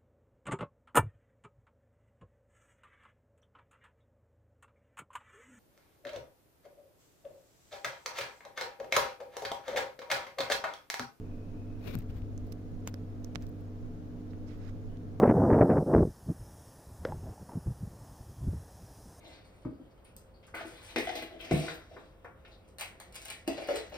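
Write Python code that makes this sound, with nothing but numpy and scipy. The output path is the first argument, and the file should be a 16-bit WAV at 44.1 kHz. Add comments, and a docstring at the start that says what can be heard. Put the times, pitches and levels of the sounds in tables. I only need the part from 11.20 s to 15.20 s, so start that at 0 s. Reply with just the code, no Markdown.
"""A soft wash of air and very light rain fills a walled yard, with distant machinery humming under it.
A finger slides over the left of the recorder and bumps it: friction noise, low knocks and rumble.
Single drops land close by, mostly on the right, each a click and splash heard as a dull tap,
a short ring and fine spray. Near the end a sleeve rustles faintly on the right."""
import sys
import numpy as np
from scipy import signal
from scipy.fft import rfft, irfft
from scipy.io import wavfile

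SR = 44100
rng = np.random.default_rng(int(sys.argv[2]) if len(sys.argv) > 2 else 0)


def int16_out(signal):
    """Quantize to a 16-bit WAV file."""
    q = np.round(np.clip(np.atleast_2d(signal).T, -1, 1) * 32767)
    wavfile.write(sys.argv[1], SR, q.astype(np.int16))


N = 176400
TIME, FREQS = np.arange(N) / SR, np.fft.rfftfreq(N, 1 / SR)


def from_db(db):
    """Decibels to gain."""
    return 10 ** (np.asarray(db) / 20)


def by_hz(points):
    """Spread (Hz, value) points over the spectrum along a log frequency axis."""
    hz, value = np.transpose(points)
    return np.interp(np.log(FREQS + 1), np.log(hz), value)


def sides(pan_db):
    """Left and right gains: the near side is full, the other shaded. Positive pan is left."""
    pan_db = np.atleast_1d(pan_db)
    return from_db(np.minimum([pan_db, -pan_db], 0))


def drift(rate_hz):
    """A smooth random wander with a spread of 1."""
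    wander = irfft(rfft(rng.standard_normal(N)) / (1 + (FREQS / rate_hz) ** 2), N)
    return wander / wander.std()


def swell(peak_s, length_s):
    """A smooth rise and fall around a moment."""
    return np.exp(-(2 * (TIME - peak_s) / length_s) ** 2)


def noise_spectra(colour):
    """Spectra of two unrelated noises of the same colour."""
    return rfft(rng.standard_normal((2, N))) * from_db(by_hz(colour)) * np.sqrt(SR / 2)


def resonate(x, hz, width_hz, stages=1):
    """A resonance with gain 1 at its peak; more stages make it narrower and steeper."""
    r = np.exp(-np.pi * width_hz / SR)
    feedback = [1, -(1 + r * r) * np.cos(2 * np.pi * hz / SR), r * r]
    for _ in range(stages):
        x = signal.lfilter(np.array([1, 0, -1]) * (1 - r * r) / 2, feedback, x + 1e-18)
    return x


def noise_band(hz, width_hz, db, pan_db):
    """Noise ringing around one pitch."""
    band = resonate(rng.standard_normal((2, N)), hz, width_hz * 2, stages=2)
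    return from_db(db) * sides(pan_db) * band / band.std()


def rub(stroke, colour, pan_db, rough_db, catch_hz=150):
    """Friction noise that catches and slips under a stroke."""
    stroke_db = np.interp(TIME, *np.transpose(stroke), left=-100, right=-100)
    friction = irfft(noise_spectra(colour) * sides(pan_db), N)
    return friction * from_db(stroke_db + rough_db * drift(catch_hz))


def place(out, start_s, sound, pan_db, shadow_hz=650, bass_pan_share=.3, lag_s_per_db=.00025 / 30):
    """Place a hit; the shaded side hears it slightly later and duller, as the lows bend round to it."""
    lows = signal.lfilter(*signal.butter(1, shadow_hz, fs=SR), sound)
    heard = sound * sides(pan_db) + lows * (sides(pan_db * bass_pan_share) - sides(pan_db))
    for channel, late in enumerate((pan_db < 0, pan_db > 0)):
        start = int((start_s + late * lag_s_per_db * abs(pan_db)) * SR)
        part = out[channel, start:start + sound.shape[1]]
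        part += heard[channel, :len(part)]


# The dark bed of air. Each row: frequency in Hz, level in dB per Hz.
WASH_COLOUR = [(20, -53.5), (45, -76.5), (80, -75), (125, -80), (165, -67.5), (190, -77.5), (280, -72.5),
               (360, -81), (500, -81.5), (700, -89), (900, -94.5), (1400, -98), (2000, -105), (3500, -110),
               (6000, -114), (8200, -122), (9600, -120), (10900, -127), (12500, -120), (15000, -119)]
# How centred the bed feels. Each row: frequency in Hz, left-right likeness from -1 to 1.
WASH_LIKENESS = [(30, 0.24), (100, 0.81), (280, 0.81), (500, 0.48), (900, 0), (15000, 0.16)]
# Where the bed leans. Each row: frequency in Hz, left minus right in dB.
WASH_LEAN = [(300, -2.5), (580, -5), (900, -1.5), (1400, 4), (2200, 1), (5500, -3.5), (13000, 3)]

def wash():
    """Air and far rain: alike in both ears in the bass, diffuse above."""
    mid, side = noise_spectra(WASH_COLOUR)
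    alike = by_hz(WASH_LIKENESS)
    sign = np.array([[1], [-1]])
    stereo = mid * np.sqrt((1 + alike) / 2) + sign * side * np.sqrt((1 - alike) / 2)
    return irfft(stereo * from_db(sign * by_hz(WASH_LEAN) / 2), N)


# The far machinery's drone. Each row: pitch in Hz, level in dB before the trim.
MOTOR_LINES = [(48.9, -55), (98.3, -43.5), (108.9, -56), (199.8, -60), (245.7, -49.5), (254.0, -63),
               (263.3, -67), (300.0, -53.5), (373.0, -65.5), (427.1, -64), (435.8, -63), (442.3, -63.5),
               (491.3, -66.5), (688.0, -71)]

def machinery_hum(trim_db=-1.64, waver_db=1.37, waver_hz=1.25, wander_s=.0004):
    """Motor lines waver on their way through the air, the higher ones more in pitch."""
    out = 0
    for hz, db in MOTOR_LINES:
        level = from_db(db + trim_db + waver_db * drift(waver_hz))
        cycles = hz * (TIME + wander_s * drift(waver_hz)) + rng.random()
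        out += level * np.sqrt(2) * np.sin(2 * np.pi * cycles)
    return out


# Thin rings in the hiss. Each row: pitch in Hz, rough width in Hz, level in dB, pan in dB.
STEADY_RINGS = [(5450, 40, -88, -5), (6713, 25, -88, 0), (9340, 220, -87, -3)]
# Faint far whistles. Each row: start and end in seconds, pitch and rough width in Hz,
# level and pan in dB.
FAR_WHISTLES = [(0, .72, 2520, 130, -73.5, 10), (3.68, 3.79, 3050, 150, -76, 0),
                (3.72, 3.79, 1600, 120, -76, 0)]

def thin_tones(fade_s=.026):
    """Steady rings and passing whistles: narrow bands of noise, barely above the hiss."""
    out = sum(noise_band(*ring) for ring in STEADY_RINGS)
    for start, end, *band in FAR_WHISTLES:
        fade = np.clip(np.minimum(TIME - start, end - TIME) / fade_s, 0, 1)
        out += noise_band(*band) * fade
    return out


def drizzle(drops_per_s=120, level_db=-83, bands=10):
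    """Tiny drops land around the yard, each a brief ping; each side hears its own."""
    out = 0
    for hz in np.geomspace(1200, 6500, bands):
        landings = rng.random((2, N)) < drops_per_s / bands / SR
        sizes = from_db(-2 * np.minimum(rng.exponential(1, (2, N)), 4))
        out += resonate(landings * sizes, hz, hz / 2) / np.sqrt(hz)
    return from_db(level_db) * out / out.std()


# The sleeve's fader ride. Each row: time in seconds, gain in dB.
SLEEVE_STROKES = [(3.262, -20), (3.277, -4), (3.33, -4.5), (3.385, -9.5), (3.44, -2), (3.495, 1.5),
                  (3.515, -14)]
# The cloth's tone. Each row: frequency in Hz, level in dB per Hz before the fader.
SLEEVE_COLOUR = [(500, -104), (1000, -91), (1700, -91), (3000, -100), (5500, -102), (9000, -116),
                 (15000, -120)]
# Swishing folds. Each row: peak time and length in seconds, pitch in Hz, level in dB.
SLEEVE_FOLDS = [(3.111, .03, 4200, -68), (3.285, .036, 5100, -66), (3.315, .07, 2000, -63.5)]

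def sleeve(pan_db=-22, fold_width_hz=1300):
    """Two strokes of rubbing cloth; single folds swish at a pitch of their own."""
    folds = sum(noise_band(hz, fold_width_hz, db, pan_db) * swell(peak_s, length_s)
                for peak_s, length_s, hz, db in SLEEVE_FOLDS)
    return rub(SLEEVE_STROKES, SLEEVE_COLOUR, pan_db, rough_db=1.5) + folds


# The rumble's fader ride as the hand settles. Each row: time in seconds, gain in dB.
HAND_SETTLING = [(.72, -22), (.77, -4), (.92, -8.5), (1.1, -15), (1.25, -10.5)]
# Its deep tone. Each row: frequency in Hz, level in dB per Hz before the fader.
HAND_COLOUR = [(25, -63), (65, -54.5), (120, -67), (220, -70.5), (450, -122), (1500, -140)]

def hand_rumble():
    """Handling noise through the recorder's body reaches both microphones alike."""
    return rub(HAND_SETTLING, HAND_COLOUR, pan_db=0, rough_db=1.6)[0]


# Short scuffs of the grip. Each row: peak time in seconds, gain in dB, length in seconds, pan in dB.
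GRIP_SHIFTS = [(0.823, 1, 0.01, 1), (0.904, 1, 0.031, 5), (0.969, 2.5, 0.052, 10), (1.680, 9.5, 0.03, 7),
               (2.229, -4.5, 0.043, 0)]
# Their dry tone. Each row: frequency in Hz, level in dB per Hz before the gain.
GRIP_COLOUR = [(500, -100), (1500, -93.5), (4000, -103), (8000, -114), (10500, -118), (13500, -107)]

def grip_scuffs(rough_db=3, catch_hz=150):
    """Each shift of the grip is a brief swell of friction noise."""
    level = sum(from_db(db) * sides(pan_db) * swell(peak_s, length_s)
                for peak_s, db, length_s, pan_db in GRIP_SHIFTS)
    return irfft(noise_spectra(GRIP_COLOUR), N) * level * from_db(rough_db * drift(catch_hz))


# Soft low thuds. Each row: start in seconds, level in dB, pitch in Hz, seconds to fall 60 dB, pan in dB.
BODY_THUDS = [(0.7471, -34, 165, 0.19, 7), (0.7533, -26, 210, 0.062, 20), (.765, -25.5, 117, 0.13, 20),
              (0.892, -23, 70.4, 0.054, 31), (0.951, -32, 56.4, 0.18, 23), (1.025, -27, 64, 0.081, 31),
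              (1.675, -28.5, 218, 0.04, 7), (2.158, -33.5, 163, 0.12, 18), (2.222, -33, 75, 0.082, 9)]

def hand_bumps(rise_s=.00075):
    """The hand knocks the recorder's body, which answers with one low, damped tone."""
    out, t = np.zeros((2, N)), TIME[:SR // 2]
    for start_s, db, hz, t60, pan_db in BODY_THUDS:
        envelope = np.exp(-np.log(1000) * t / t60) * (1 - np.exp(-t / rise_s))
        thud = -from_db(db) * np.sin(2 * np.pi * hz * t) * envelope
        place(out, start_s, np.array([thud, thud]), pan_db)
    return out


# The finger's fader ride. Each row: time in seconds, gain in dB.
FINGER_STROKE = [(.57, -30), (.63, -7), (.665, 1), (.675, 7.5), (.70, 3.5), (.725, -1.5), (.744, 6.5),
                 (.754, -10), (.81, -7.5)]
# The slide's tone. Each row: frequency in Hz, level in dB per Hz before the fader.
FINGER_COLOUR = [(100, -72), (400, -74), (1000, -90), (1400, -86.5), (2000, -90), (2500, -83.5),
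                 (3100, -94), (3850, -90.5), (5200, -100), (8200, -110), (10500, -106), (12300, -99),
                 (15000, -99)]
# Its lean to the left. Each row: frequency in Hz, pan in dB.
FINGER_PAN = [(300, 2), (1400, 7), (2500, 18), (3800, 12), (5500, 1), (9000, 5), (12000, 31), (15000, 18)]

def finger_slide():
    """A fingertip catches and slips across the left of the recorder."""
    return rub(FINGER_STROKE, FINGER_COLOUR, by_hz(FINGER_PAN), rough_db=1.6)


def impact(splash_db, splash_s=.0009, scatter_db=-16, scatter_s=.005, samples=4096):
    """One contact: a click, a brief splash and a thin scatter after it."""
    force = np.zeros((2, samples))
    for decay_s, db in ((splash_s, splash_db), (scatter_s, scatter_db)):
        envelope = np.exp(-TIME[:samples] / decay_s) * np.sqrt(2 / (decay_s * SR))   # unit energy
        force += from_db(db) * rng.standard_normal((2, samples)) * envelope
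    force[:, 0] += 1   # the click
    return force


def spray(force, gain_db):
    """The fine, bright top of a contact."""
    return from_db(gain_db) * resonate(force, hz=13400, width_hz=6400, stages=2)


# Small ticks. Each row: start in seconds, body gain in dB, body pitch in Hz, spray gain in dB, pan in dB.
SMALL_CONTACTS = [(.7528, -8, 1500, -13, 12), (.7534, -22, 6000, -30, 4), (.778, -26, 1700, -34, 9),
                  (.7884, -27, 9500, -24, 1), (.7897, -23, 900, -26, 5), (1.0203, -28, 2500, -46, 9),
                  (1.2676, -38, 5000, -38, 8), (1.2728, -38, 6000, -39, -9), (1.688, -31, 4000, -31, 8),
                  (1.694, -33, 3000, -31, 8), (2.2238, -29, 5500, -35, -3), (2.2295, -34, 5500, -42, -4),
                  (2.2677, -30, 5000, -32, -12), (2.2919, -50, 5000, -31, 14), (2.4088, -43, 8000, -37, 14),
                  (3.1342, -23, 1400, -54, -11), (3.3795, -46, 5000, -36, 12), (3.7716, -35, 4000, -55, -5)]

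def ticks():
    """Droplets and handling make small contacts, each a broad resonance topped with spray."""
    out = np.zeros((2, N))
    for start_s, body_db, body_hz, spray_db, pan_db in SMALL_CONTACTS:
        force = impact(splash_db=-6)
        body = from_db(body_db) * resonate(force, body_hz, width_hz=body_hz, stages=2)
        place(out, start_s, body + spray(force, spray_db), pan_db)
    return out


# The foreground drops. Each row: start in seconds, tap gain in dB, tap cutoff in Hz, ring pitch in Hz,
# ring gain in dB, spray gain in dB, splash against click in dB, pan in dB.
RAINDROPS = [(1.1782, -29, 1500, 6500, -17.5, -47, -16, -22), (1.3202, -36, 5000, 6000, -34, -34, -2, -21),
             (1.3230, -24, 6000, 5900, -25, -24, -2, -21), (1.3267, -32, 5000, 6100, -20, -27, -5, -21),
             (1.6733, -23, 3000, 7000, -28, -30, -4, -5), (1.6752, -9.5, 2700, 6700, -10, -15, -2, -5),
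             (1.7419, -6.5, 1000, 5100, -15, -27, -12, -21), (1.7424, -17, 1000, 2850, -21, -36, -12, -15),
             (2.0423, -36, 3000, 6000, -27, -38, -6, -18), (2.0461, -29, 1400, 6000, -13, -27, -7, -17),
             (2.1509, -16, 2200, 5500, -21, -29, -9, -17), (2.1573, -1.8, 3500, 6500, -18, -26, -19, -21)]

def close_drops(low_cut_hz=150, knock_db=-7):
    """Each drop striking near the microphone gives a dull tap, a short ring and spray."""
    out = np.zeros((2, N))
    for start_s, tap_db, cutoff_hz, ring_hz, ring_db, spray_db, splash_db, pan_db in RAINDROPS:
        force = impact(splash_db)
        tap = signal.sosfilt(signal.butter(2, cutoff_hz, fs=SR, output="sos"), force)
        tap = signal.lfilter(*signal.butter(1, low_cut_hz, "high", fs=SR), tap)
        tap += from_db(knock_db) * resonate(tap, hz=1500, width_hz=1100)
        ring = from_db(ring_db) * resonate(force, ring_hz, width_hz=900)
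        place(out, start_s, from_db(tap_db) * tap - ring + spray(force, spray_db), pan_db)
    return out


def scene(dip_depth=.91):
    """The yard, the handling, and the drops and ticks through a dip in the microphone's treble."""
    taps = close_drops() + ticks()
    taps -= dip_depth * resonate(taps, hz=11100, width_hz=1900)
    handling = hand_bumps() + hand_rumble() + grip_scuffs() + finger_slide()
    yard = wash() + machinery_hum() + thin_tones() + drizzle()
    return yard + sleeve() + handling + taps


def record(dry, low_cut_hz=17, high_cut_hz=15550):
    """The deepest bass is removed and the top is cut steeply."""
    dry = signal.sosfilt(signal.butter(4, low_cut_hz, "high", fs=SR, output="sos"), dry)
    return signal.sosfilt(signal.ellip(10, .1, 80, high_cut_hz, fs=SR, output="sos"), dry)


dry = scene()
out = record(dry)
int16_out(out)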